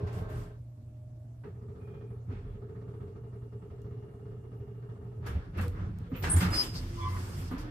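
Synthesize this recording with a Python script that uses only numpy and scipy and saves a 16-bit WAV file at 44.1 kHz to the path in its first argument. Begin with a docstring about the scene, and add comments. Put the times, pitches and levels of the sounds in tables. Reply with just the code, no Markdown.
"""Inside a steel lift car on a hydraulic ram: it settles, creeps down with a stick-slip judder of its
guides and jolts to a stop; the lock knocks, rollers squeak and the doors slide open over hum and faint air.
Friction, rolling and air are filtered noise; knocks and slips strike damped modes of gear and panels.
Squeaks, drones, valve and swings are fluttering tones; dense wall reflections follow the sharper sounds."""
import sys
import numpy as np
from scipy import signal
from scipy.io import wavfile
from scipy.ndimage import uniform_filter1d

SR = 44100
rng = np.random.default_rng(int(sys.argv[2]) if len(sys.argv) > 2 else 0)


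def unload_audio(sound):
    """Save the sound as a 16-bit wav file, at the path given as the first command line argument."""
    columns = np.transpose(np.atleast_2d(sound))
    # keep every value between -1 and 1, then stretch to whole-number steps
    steps = np.round(np.clip(columns, -1, 1) * 32767)
    wavfile.write(sys.argv[1], SR, steps.astype(np.int16))


N = 339614
LEFT_RIGHT = np.array([[1], [-1]])  # sign of the side signal at each ear


def amp(db):
    """Level law: 20 dB is a factor of ten in amplitude."""
    return 10 ** (np.asarray(db) / 20)


def rms_one(x):
    """Normalisation to unit root-mean-square."""
    return x / np.sqrt(np.mean(x ** 2) + 1e-20)


def at_hz(points, hz):
    """Spectrum level in dB, linear in log frequency, with practically nothing outside its ends."""
    f, db = np.transpose(points)
    return np.interp(np.log(hz), np.log(f), db, left=-150, right=-150)


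# Stereo width of the field. Each row: frequency in Hz, side minus mid in dB before a source's own offset.
STEREO_WIDTH = [(60, -20.5), (110, -24), (200, -11.5), (380, -7.5), (700, -2.5), (1290, 3), (2380, -0.5),
                (4400, 1), (8120, 0.5), (15000, -0.5)]


def side_gain(hz, offset_db=0):
    """Mid-side stereo: the side-to-mid ratio sets how far the two ears differ."""
    return amp(at_hz(STEREO_WIDTH, hz) + offset_db)


def drift(rate, size=None):
    """Random modulation of spread 1: noise twice through a one-pole low-pass with its corner at rate Hz."""
    size = size or N
    r = np.exp(-16 * np.pi * rate / SR)  # pole at an eighth of the sample rate
    noise = rng.standard_normal(size // 8 + 4002)
    slow = signal.lfilter([1], [1, -2 * r, r * r], noise)[4000:]  # the filter has settled
    spread = np.sqrt((1 + r * r) / (1 - r * r) ** 3)
    return np.interp(np.arange(size) / 8, np.arange(len(slow)), slow / spread)


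def flutter(rate, size):
    """Complex modulation: chance in level and phase at once."""
    return drift(rate, size) + 1j * drift(rate, size)


def resonance(x, hz, width_hz):
    """Second-order resonance: a pole pair whose radius sets the bandwidth."""
    r = np.exp(-np.pi * width_hz / SR)
    return signal.lfilter([1, 0, -1], [1, -2 * r * np.cos(2 * np.pi * hz / SR), r * r], x)


def dying(s, db, t60, rise_s):
    """Exponential decay of one blow after a short rise, ended 60 dB down."""
    out, i = np.zeros(N), int(s * SR)
    t = np.arange(min(N - i, int(t60 * SR))) / SR
    out[i:i + len(t)] = amp(db - 60 * t / t60) * (1 - np.exp(-t / rise_s))
    return out


def coloured(layers, patchy_db):
    """Power addition of incoherent noise: (envelope, spectrum) layers share third-octave bands."""
    edges = 22 * 2 ** (np.arange(30) / 3)
    centres = np.minimum(np.sqrt(edges[1:] * edges[:-1]), 15000)
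    gains = np.array([amp(at_hz(spectrum, centres)) * np.sqrt(centres) for _, spectrum in layers])
    powers = np.array([(env[::16] / np.linalg.norm(g)) ** 2 for (env, _), g in zip(layers, gains)])
    white, out = rng.standard_normal((2, 2, N)), np.zeros((2, N))
    for k, hz in enumerate(centres):
        band = signal.butter(2, edges[k:k + 2], "band", fs=SR, output="sos")
        mid, side = rms_one(signal.sosfilt(band, white[k % 2]))  # neighbouring bands use different noise
        level = np.sqrt(gains[:, k] ** 2 @ powers)
        level = np.interp(np.arange(N) / 16, np.arange(len(level)), level)
        level = level * amp(patchy_db * drift(8))
        out += level * (mid + side_gain(np.clip(hz, 61, 14000)) * side * LEFT_RIGHT)
    return out


def tones(rows, flutter_per_s, side_db):
    """Self-sustained oscillation of rubbed or driven steel: the rougher the contact, the faster the flutter."""
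    out = np.zeros((2, N))
    for start, loudest, end, hz, db, rough, pan_db, glide_hz in rows:
        span = np.arange(max(int(start * SR), 0), min(int(end * SR), N))
        t = span / SR
        triangle = np.interp(t, [start, loudest, end], [0, 1, 0])
        swell = np.minimum(1.43 * triangle, 1) ** 1.15  # too tall a triangle, cut flat
        pitch = np.interp(t, [start, end], [hz, hz + glide_hz])
        carrier = np.exp(2j * np.pi * (np.cumsum(pitch) / SR + rng.random()))
        rate = flutter_per_s * rough ** 2
        mid, side = [(1 + rough * flutter(rate, len(t)) + 0.12 * flutter(0.045 * hz, len(t))) * carrier
                     for _ in range(2)]
        width = side_gain(np.clip(hz, 61, 14000), side_db)
        pair = (mid.real + width * side.imag * LEFT_RIGHT) * amp(pan_db / 2 * LEFT_RIGHT)
        out[:, span] += amp(db) * swell * np.sqrt(2 / (1 + 2 * rough ** 2)) * pair
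    return out


def strike(times, db, hz, t60, spread_db):
    """Impulse response of one mode: uneven blows, whose soft contact excites nothing far above it."""
    clicks = np.zeros((2, N)) + 1e-18
    uneven = spread_db * rng.standard_normal((len(times), 2)).T
    clicks[:, (np.array(times) * SR).astype(int)] = amp(db + uneven)
    r, w = amp(-60 / (t60 * SR)), 2 * np.pi * hz / SR
    rung = signal.lfilter([0, np.sin(w)], [1, -2 * r * np.cos(w), r * r], clicks)
    mid, side = signal.sosfilt(signal.butter(2, 1.61 * hz, fs=SR, output="sos"), rung)
    late_side = np.roll(side, int(SR / hz / 4))  # a quarter cycle apart
    return mid + side_gain(hz, -10.0) * late_side * LEFT_RIGHT


# Faint air noise. Each row: frequency in Hz, relative spectral density in dB per Hz.
AIR_SPECTRUM = [(22, -2), (50, -7.5), (91, 1), (123, -0.5), (160, -19.5), (247, -14), (320, -20),
                (400, -27.5), (554, -30), (650, -24), (800, -35), (1500, -46), (4060, -53.5), (9000, -53.5),
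                (15600, -58.5)]


def air():
    """Stationary broadband noise: a constant level with a bass-heavy spectrum."""
    return np.full(N, amp(-51)), AIR_SPECTRUM


# Lines of the electrical hum. Each row: frequency in Hz, mean level in dB rms.
HUM_LINES = [(118.4, -48), (236.8, -69.5), (296, -74)]


def hum():
    """Line spectrum of the electrical gear: steady sines that waver a little in level and phase."""
    t = np.arange(N) / SR
    waver_db = .8 * drift(2)
    return sum(amp(db + waver_db) * np.sqrt(2) * np.sin(2 * np.pi * hz * t + 0.12 * drift(0.5))
               for hz, db in HUM_LINES)


# Hum of the oil valve. Each row: frequency in Hz, relative level in dB, roughness as a share.
VALVE_LINES = [(415, -49, 0.74), (453, -56, 1.04), (627, -55.5, 1.1), (769, -59, 2.7), (1070, -63, 1.2),
               (1562, -69, 0.64)]


def valve():
    """Flow-excited tones: the oil valve hums on several pitches and dies as the car settles."""
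    crest_s, end_s = 0.13, 0.63
    rows = [(-.6, crest_s, end_s, *line, 0, 0) for line in VALVE_LINES]
    return tones(rows, flutter_per_s=43.4, side_db=-1.5)


# Movements of the steelwork, one list each: settling, a bump, the jolt to a stop, the lock,
# the doors breaking loose, the doors sliding.
# Each row: time in seconds, relative rumble level in dB, relative roll level in dB.
MOVEMENTS = [
    [(0.0, -29.5, -61), (.06, -40.5, -62), (.075, -42, -61), (.2, -36.5, -56), (.27, -39, -63),
     (.31, -41.5, -56.5), (.38, -35, -57.5), (.45, -45.5, -62.5), (.6, -64, -100)],
    [(2.285, -40, -71), (2.325, -41, -59), (2.43, -41, -69), (2.55, -43, -72)],
    [(5.2, -39, -99), (5.25, -38, -62), (5.265, -40, -52.5), (5.37, -33, -56.5), (5.41, -51, -60),
     (5.5, -39.5, -66.5)],
    [(5.56, -32.5, -59), (5.59, -32, -48.5), (5.68, -35, -56.5), (5.71, -37.5, -63.5), (5.81, -32.5, -56),
     (5.93, -37, -67.5), (6.07, -39.5, -63.5)],
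    [(6.14, -30, -57), (6.17, -39, -58.5), (6.21, -33.5, -59), (6.24, -31, -46.5), (6.29, -31, -46),
     (6.39, -32, -47), (6.43, -28, -45), (6.5, -30.5, -45), (6.59, -43, -45), (6.69, -34.5, -54.5)],
    [(6.75, -35, -55), (6.86, -37, -59.5), (6.93, -39.5, -62), (7.16, -39.5, -56), (7.43, -37.5, -57),
     (7.5, -42, -61), (7.53, -35.5, -52.5), (7.7, -45, -56)],
]


def moving():
    """Amplitude envelopes of rumble and roll, fading to silence outside each movement."""
    t, out = np.arange(N) / SR, np.zeros((2, N))
    for rows in map(np.array, MOVEMENTS):
        corners = rows[[0, 0, -1, -1], 0] + [-.04, 0, 0, .05]
        fade = np.interp(t, corners, [0, 1, 1, 0])
        out += fade * np.array([np.interp(t, rows[:, 0], amp(db)) for db in rows.T[1:]])
    return out


# Noise of moving steelwork, low and higher. Each row: frequency in Hz, relative density in dB per Hz.
RUMBLE_SPECTRUM = [(13, -40), (22, 1.5), (91, 4), (124, -2.5), (178, -1), (219, -22.5), (345, -12),
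                   (600, -25), (780, -83), (1320, -120)]
ROLL_SPECTRUM = [(180, -0.5), (300, 3.5), (367, -0.5), (477, -6.5), (778, -8.5), (1440, -9), (3920, -26),
                 (6000, -44), (7800, -77), (13200, -120)]


def motion_noise(rumble, roll):
    """Rolling noise: moving steelwork excites a low rumble and a brighter roll."""
    return [(amp(-5.0) * rumble, RUMBLE_SPECTRUM), (amp(4.5) * roll, ROLL_SPECTRUM)]


# Panels of the car. Each row: frequency in Hz, decay time T60 in seconds,
# then gains in dB for a slip, for a knock and under motion.
PANEL_MODES = [(36.2, 0.43, -12, -16, -8), (90.8, 0.19, -6, -32, -6), (117.2, 0.22, 7, -11, -15),
               (167.2, 0.16, -13, -14, -18), (183.8, 0.14, -2.5, -13, -20),
               (260.3, 0.13, -17.5, -8.5, -25.5), (1258, 0.099, -21.5, -29, -44),
               (1840, 0.15, -29.5, -43, -66), (2080, 0.1, -37.5, -47, -65)]


def panels(rumble):
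    """Forced and free vibration of plates: slips and knocks strike them, motion shakes them all along."""
    slips, blows, out = np.array(GUIDE_SLIPS), np.array(GEAR_KNOCKS), np.zeros((2, N))
    for hz, t60, slip_db, knock_db, motion_db in PANEL_MODES:
        out += strike(slips[:, 0], slips[:, 1] + slip_db, hz, t60, spread_db=-0.5)
        out += strike(blows[:, 0], blows[:, 3] + knock_db, hz, t60, spread_db=5.0)
        width_hz = 3.4 / t60
        band = resonance(resonance(rng.standard_normal(N), hz, width_hz), hz, width_hz)
        out += amp(motion_db) * rumble * rms_one(band)
    return out


# Low swings of the car body. Each row: start, loudest moment and end in seconds, frequency in Hz,
# relative level in dB.
BODY_SWINGS = [(.01, 0.052, .1, 89, -34.5), (0.073, 0.136, .2, 116, -39), (0.299, 0.36, .44, 119.8, -42),
               (5.295, 5.368, 5.5, 34.2, -35.5), (5.322, 5.35, 5.42, 75, -33),
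               (5.598, 5.648, 5.76, 87, -34), (6.26, 6.28, 6.335, 165, -33),
               (6.326, 6.363, 6.41, 86.5, -22.5), (6.408, 6.43, 6.5, 179, -28),
               (6.792, 6.857, 6.92, 89.3, -38), (7.33, 7.373, 7.44, 146.4, -41.5),
               (7.519, 7.539, 7.57, 268, -39), (7.535, 7.564, 7.62, 95, -45.5)]


def swings():
    """Low-order vibration of the car body: brief, slightly rough tones."""
    rough = 0.28
    return tones([(*row, rough, 0, 0) for row in BODY_SWINGS], flutter_per_s=104, side_db=-3.0)


# Bright scuffs of steel on steel. Each row: start and length in seconds, relative scrape level in dB,
# relative sizzle level in dB.
STEEL_SCUFFS = [(0.062, 0.026, -80, -85), (0.12, 0.076, -73, -76), (0.283, 0.15, -74, -77),
                (5.262, 0.01, -63, -69), (5.572, 0.008, -71, -71), (5.609, 0.018, -66.5, -64.5),
                (6.16, .05, -79, -81), (6.222, 0.05, -57, -66), (6.359, 0.048, -56.5, -54.5),
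                (6.4, 0.03, -53, -61), (6.503, 0.025, -60, -61), (6.523, 0.12, -51.5, -58.5),
                (6.736, 0.033, -61, -69), (6.647, 0.84, -64.5, -77), (7.07, 0.35, -69.5, -70.5),
                (7.508, 0.014, -86, -72), (7.579, 0.03, -65.5, -72.5)]
# Noise of scrape and sizzle. Each row: frequency in Hz, relative density in dB per Hz.
SCRAPE_SPECTRUM = [(1760, -1.5), (3000, 2), (3970, -4), (4840, 4), (6170, -4), (9000, -3.5), (11700, -45),
                   (19800, -120)]
SIZZLE_SPECTRUM = [(5290, -36), (9000, 3), (11100, -16), (13900, 2.5), (15600, -33)]


def scuffs(roll):
    """Sliding friction noise: each scuff rises, holds and dies away; rolling always scrapes a little."""
    rise_share, t60_s = 0.12, 0.28
    t, power = np.arange(N) / SR, np.zeros((2, N))
    for s, length, *db in STEEL_SCUFFS:
        rise = np.clip((t - s) / (rise_share * length), 0, 1)
        fall = amp(-60 * np.clip(t - s - length, 0, 1) / t60_s)
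        power += np.outer(amp(db), rise * fall) ** 2
    scrape, sizzle = np.sqrt(power)
    scrape = np.hypot(scrape, amp(-23.5) * roll)
    return [(amp(5.0) * scrape, SCRAPE_SPECTRUM), (amp(6.5) * sizzle, SIZZLE_SPECTRUM)]


# Knocks of lock and door gear. Each row: time in seconds, relative level in dB, relative treble tilt
# in dB per octave, relative thump in dB, favoured pitch in Hz.
GEAR_KNOCKS = [(0.07, -48, 0, -63.5, 2000), (1.437, -48.5, -4.5, -63, 1280), (1.472, -57.5, -10, -58, 1270),
               (2.301, -48, -10, -50, 800), (2.313, -63, -7, -44, 1850), (5.244, -50, -3, -55, 1300),
               (5.2653, -38.5, -2, -52, 1400), (5.545, -54, -1, -50, 1400),
               (5.5813, -34.5, -4.5, -47, 1503), (5.593, -41, -6, -48, 1550), (5.629, -40, -5.5, -31, 1400),
               (5.754, -68, 5, -36, 1400), (6.118, -49, -13, -28.5, 900), (6.151, -45.5, -1.5, -52, 1400),
               (6.2371, -29, 0, -41, 940), (6.251, -35, -3, -45, 1600), (6.3639, -36.5, -2, -26.5, 950),
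               (6.406, -31.5, 2, -27.5, 1500), (6.424, -30, 0.5, -29, 1820), (6.441, -46, 0, -32, 1900),
               (6.527, -38, -1, -47, 1250), (6.575, -43, -7, -47, 1500), (7.165, -46, 0, -57, 1500),
               (6.753, -53, -12, -58, 1400), (7.28, -50, -5, -55, 1400), (7.513, -35.5, -6, -30, 1090)]
# Noise of a knock before its tilt. Each row: frequency in Hz, relative density in dB per Hz.
KNOCK_SPECTRUM = [(120, -40), (200, 14), (258, -4), (321, -28), (744, -10), (1850, -8.5), (3140, -23.5),
                  (12300, -50.5), (15600, -67)]


def knocks():
    """Impact noise: a dying burst whose spectrum is tilted by how hard the contact is."""
    layers = []
    for s, db, tilt, *_ in GEAR_KNOCKS:
        spectrum = [(f, d + (tilt + 4) * np.log2(f / 1500)) for f, d in KNOCK_SPECTRUM]
        layers.append((dying(s, db - 5.0, 0.29, 0.002), spectrum))
    return layers


# Modes of lock and door gear. 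Each row: frequency in Hz, relative level in dB, decay time T60 in seconds.
GEAR_MODES = [(488, 0, 0.13), (814, -12, 0.051), (959, -8.5, 0.057), (1094, -11.5, 0.044),
              (1208, -10.5, 0.11), (1326, -9, 0.085), (1490, -5.5, 0.038), (1649, -11, 0.083),
              (1824, -15, 0.08), (1970, -19, 0.066), (2190, -19, .07), (2594, -15, 0.098),
              (3100, -25, 0.091)]
# Clatter of each knock. Each row: nominal delay in seconds, level against the knock in dB.
REBOUNDS = [(0, 0), (.006, -4), (.013, -1), (0.021, -7), (.033, -8)]


def gear():
    """Modal ringing: knocks and rebounds excite most the modes near the pitch that each favours."""
    scatter, off_pitch_db = .2, 9.5  # share by which a delay varies; loss in dB per octave
    blows = [(row[0] + later * (1 + scatter * rng.uniform(-1.01, 1)), row[1] + less_db, row[4])
             for row in GEAR_KNOCKS for later, less_db in REBOUNDS]
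    s, blow_db, near_hz = np.transpose(blows)
    out = np.zeros((2, N))
    for hz, db, t60 in GEAR_MODES:
        loss_db = off_pitch_db * np.abs(np.log2(hz / near_hz))
        out += strike(s, blow_db + db - 2.5 - loss_db, hz, t60, spread_db=2.5)
    return out


def car_walls(x):
    """Reverberation: dense reflections between steel walls, as dying noise of its own at each ear."""
    t60_s, echo_db = .2, -8
    t = np.arange(int(t60_s * SR)) / SR
    echo = rng.standard_normal((2, len(t))) * amp(-60 * t / t60_s) * (t > .003)
    echo /= np.linalg.norm(echo[0])
    return x + amp(echo_db) * signal.fftconvolve(x, echo, axes=1)[:, :N]


# Drones and faint whistles of ram and door drive. Each row: start, nominal crest and end in seconds
# (two crests lie outside their span), frequency in Hz, relative level in dB, roughness as a share.
DRIVE_DRONES = [(0.499, 1.2, 1.3, 612, -67.5, 0.3), (1.101, 1.3, 1.6, 655, -72.5, 0.43),
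                (1.788, 1.83, 2.23, 2430, -75.5, 1.2), (1.8, 1.95, 2.17, 3220, -85, 1.4),
                (2.38, 2.48, 2.6, 3360, -84, .8), (2.39, 2.415, 2.44, 4260, -84, .5),
                (1.6, 4.74, 5.35, 2834, -86, 1.07), (1.401, 6.6, 5.8, 408.4, -63, 0.4),
                (5.202, 5.275, 5.47, 460, -54.5, 0.64), (5.599, 5.68, 5.78, 477, -50.5, 0.55),
                (6.067, 6.13, 6.28, 480, -51.5, 0.98), (6.13, 6.16, 6.22, 2700, -55, 3),
                (5.7, 5.9, 6.25, 178, -47.5, 0.92), (6.55, 6.75, 7.05, 110, -53, 0.62),
                (6.958, 7.09, 7.5, 91.65, -37.5, 0.36), (6.721, 5.3, 7.6, 258.6, -52.5, 0.5),
                (6.78, 6.996, 7.09, 344.5, -48.5, 0.32), (7.05, 7.15, 7.58, 361.4, -54, 0.55),
                (7.51, 7.638, 8.0, 301.3, -47.5, 0.7)]


def drones():
    """Driven oscillation: ram and door drive sound steady pitches with a rough flutter."""
    return tones([(*row, 0, 0) for row in DRIVE_DRONES], flutter_per_s=43.4, side_db=-1.5)


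# Slips of the guides while the car creeps. Each row: time in seconds, relative strength in dB.
GUIDE_SLIPS = [(1.44, -42.5), (1.554, -51), (1.612, -48), (1.683, -46), (1.75, -45.5), (1.81, -47),
               (1.872, -44), (1.937, -45), (2.007, -43), (2.102, -45), (2.16, -53), (2.289, -47),
               (2.355, -48), (2.452, -48), (2.544, -46), (2.615, -44), (2.687, -43), (2.751, -44),
               (2.812, -45.5), (2.876, -45), (2.936, -46), (3.002, -43.5), (3.068, -45.5), (3.151, -45.5),
               (3.235, -47), (3.324, -46.5), (3.418, -46.5), (3.521, -44.5), (3.618, -44.5), (3.702, -45),
               (3.78, -46.5), (3.842, -44.5), (3.907, -45), (3.968, -48.5), (4.022, -45.5), (4.082, -48.5),
               (4.134, -48.5), (4.193, -48.5), (4.253, -45.5), (4.308, -46.5), (4.365, -50.5),
               (4.435, -47.5), (4.516, -46.5), (4.599, -46.5), (4.672, -47), (4.746, -48), (4.821, -47),
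               (4.889, -45.5), (4.951, -48.5), (5.012, -48.5), (5.05, -48.5), (5.115, -47), (5.165, -51),
               (5.223, -46)]


def slip_rasp():
    """Stick-slip friction: every slip releases a dying rasp of uneven strength; their powers add."""
    uneven_db = -13.5 + 1 * rng.standard_normal(len(GUIDE_SLIPS))
    power = sum(dying(s, db + own_db, 0.45, 0.003) ** 2
                for (s, db), own_db in zip(GUIDE_SLIPS, uneven_db))
    return np.sqrt(power)


# Noise of the judder. Each row: frequency in Hz, relative density in dB per Hz.
JUDDER_SPECTRUM = [(25, -26), (45, -27.5), (104, 0), (290, -23), (409, -15), (551, -30.5), (627, -31),
                   (1030, -35.5), (1270, -37.5), (1510, -42), (2400, -50.5), (5000, -60.5), (6500, -81)]


def judder(rasp):
    """Friction-induced noise: the rasp of the slips, strongest near 100 Hz."""
    return amp(14.5) * rasp, JUDDER_SPECTRUM


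# Loose trim. Each row: frequency in Hz, bandwidth of each of two resonances in Hz, relative level in dB.
TRIM_BANDS = [(648, 80, 6), (878, 76, 6), (1187, 81, 4.5), (1287, 87, 5), (1607, 45, -5.5),
              (1808, 33, -6.5), (2124, 60, -12.5)]


def rattle(rasp):
    """Contact vibration: slips shake loose trim, which buzzes in narrow bands and on between slips."""
    memory = int(0.18 * SR)
    recent = uniform_filter1d(rasp, memory, origin=int(0.18 * SR / 2) - 1)  # mean over the past
    shaken = np.hypot(rasp, amp(-5) * recent)
    out = np.zeros((2, N))
    for hz, width_hz, db in TRIM_BANDS:
        noise = rng.standard_normal((2, N))
        out += amp(db) * shaken * rms_one(resonance(resonance(noise, hz, width_hz), hz, width_hz))
    return amp(-19.5) * out


# Wall that sings while a guide slides. Each row: nominal frequency in Hz, level against the slip in dB.
WALL_PITCHES = [(408, -3), (445, -6.5)]


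def slides():
    """Beating: after each slip the wall swells on two close pitches until the guide grips or slips again."""
    slide_s, in_step_s, overlap_s = 0.071, 0.01595, .006  # longest slide; pitches in step; past next slip
    out, starts = np.zeros((2, N)), np.array(GUIDE_SLIPS)[:, 0]
    lengths = np.minimum(np.diff(starts, append=starts[-1] + slide_s) + overlap_s, slide_s)
    chances = rng.standard_normal((len(GUIDE_SLIPS), 3))
    for (s, db), length, chance in zip(GUIDE_SLIPS, lengths, chances):
        t, i = np.arange(int(length * SR)) / SR, int(s * SR)
        swell = np.sin(np.pi * (t / length) ** 1.24) ** 0.75
        for (hz, sing_db), own in zip(WALL_PITCHES, chance[1:]):
            phase = 2 * np.pi * hz * (1 + 0.0044 * own) * (t - in_step_s) + 3 * chance[0]
            out[:, i:i + len(t)] += amp(db + sing_db) * swell * np.sin(phase + 0.22 * LEFT_RIGHT)
    return out


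# Dry ticks. Each row: time in seconds, relative level in dB.
DRY_TICKS = [(3.8176, -58), (5.6807, -42), (5.986, -51)]


def ticks():
    """Short impact: a very brief burst of noise with the bass filtered off."""
    burst = sum(dying(s, db, 0.013, 0.00024) for s, db in DRY_TICKS) * rng.standard_normal((2, N))
    return signal.sosfilt(signal.butter(2, 2500, "high", fs=SR, output="sos"), burst)


# Squeaks of rollers and guides. Each row: start, loudest moment and end in seconds, frequency in Hz,
# relative level in dB, roughness as a share, left minus right in dB, glide in Hz.
STEEL_SQUEAKS = [(5.58, 5.59, 5.63, 2700, -58, .7, 4, -90), (6.09, 6.105, 6.14, 14300, -77, 0.99, 2, 0.1),
                 (6.152, 6.165, 6.32, 13800, -58, 1.1, -3, -100),
                 (6.298, 6.305, 6.316, 8500, -30, 0.84, 9, 38),
                 (6.312, 6.318, 6.33, 8580, -30.5, 0.58, 1, 2),
                 (6.324, 6.334, 6.352, 8480, -34.5, 0.87, -2, 151),
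                 (6.355, 6.37, 6.41, 8580, -46, 0.8, -3, -4), (6.285, 6.32, 6.39, 9400, -45, 2.8, 5, 5),
                 (6.29, 6.302, 6.316, 10590, -43, 0.484, -1, -2),
                 (6.305, 6.322, 6.342, 10590, -35.5, 0.44, -2, -130),
                 (6.335, 6.348, 6.366, 10400, -39, 0.93, -2, -40),
                 (6.365, 6.375, 6.39, 8700, -51, 0.72, 1, 4), (6.355, 6.37, 6.41, 10400, -55, .8, -2, 0.1),
                 (6.365, 6.385, 6.4, 9800, -51, 1.1, -4, 0.1),
                 (6.362, 6.37, 6.39, 7120, -45.5, 0.98, -1, 0.1),
                 (6.39, 6.41, 6.5, 5030, -54, 0.55, 4, -10),
                 (6.515, 6.553, 6.575, 5011, -37.5, 0.3, 1.5, -12),
                 (6.555, 6.6, 6.638, 5011, -30.5, 0.25, 2.5, 0.1),
                 (6.645, 6.68, 6.77, 5015, -55.5, 0.56, -9, 0.1),
                 (6.525, 6.548, 6.575, 4490, -46, 0.62, -6, 30), (6.57, 6.6, 6.65, 4640, -47, 0.86, 5, -60),
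                 (6.56, 6.59, 6.63, 4060, -61, 0.71, 7, 0.1), (6.54, 6.57, 6.67, 5490, -48.5, 0.53, 3, -66),
                 (6.535, 6.565, 6.66, 9530, -47.5, 2.4, 0, 3), (6.745, 6.76, 6.82, 4800, -48.5, 2.2, 3, 6),
                 (7.005, 7.03, 7.075, 3390, -56, 0.73, 8, 7), (7.0, 7.045, 7.07, 2230, -59, 0.5, 3, 63),
                 (7.07, 7.125, 7.15, 2010, -59.5, 0.6, 6, 59),
                 (6.96, 7.055, 7.125, 1016, -40, 0.31, 7.5, 15),
                 (7.08, 7.115, 7.215, 1030, -50.5, 0.41, 10, -19),
                 (6.98, 7.0, 7.035, 1200, -51, 0.44, -2, -80),
                 (7.02, 7.068, 7.11, 1130, -46, 0.35, -6.5, 20),
                 (7.11, 7.16, 7.21, 1150, -52, 0.73, -3, -14)]


def squeaks():
    """Friction-driven oscillation: high squeaks are single lines, low ones groan with rougher harmonics."""
    groan_below_hz, overtones_db = 2000, [-21.5, -28]  # second and third harmonic
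    groans = [row for row in STEEL_SQUEAKS if row[3] < groan_below_hz]
    shrill = [row for row in STEEL_SQUEAKS if row[3] >= groan_below_hz]
    overtones = [(*when, hz * k, db + less_db, .7, pan_db, glide_hz * k)
                 for *when, hz, db, _, pan_db, glide_hz in groans
                 for k, less_db in enumerate(overtones_db, 2)]
    low = tones(groans + overtones, flutter_per_s=150, side_db=-3.0)
    high = tones(shrill, flutter_per_s=150, side_db=1.5)  # further out of step between the ears
    return low + high


def scene():
    """Superposition: noise layers, tones and struck modes add; the sharper sounds also excite the walls."""
    rumble, roll = moving()
    rasp = slip_rasp()
    layers = [air(), judder(rasp)] + motion_noise(rumble, roll) + scuffs(roll) + knocks()
    diffuse = coloured(layers, patchy_db=1.8) + hum() + valve() + panels(rumble) + swings()
    diffuse += drones() + rattle(rasp) + slides()
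    near, echoed = squeaks(), .4  # share of the squeaks that reaches the walls
    car = diffuse + car_walls(gear() + ticks() + echoed * near) + (1 - echoed) * near
    return car * amp(-.4 * LEFT_RIGHT)  # slightly stronger on the right


def record(dry):
    """Band limitation: the microphone loses the deepest bass; the top is cut steeply."""
    dry = signal.sosfilt(signal.butter(10, 36.0, "high", fs=SR, output="sos"), dry)
    return signal.sosfilt(signal.cheby2(20, 70, 15950, fs=SR, output="sos"), dry)


dry = scene()
out = record(dry)
unload_audio(out)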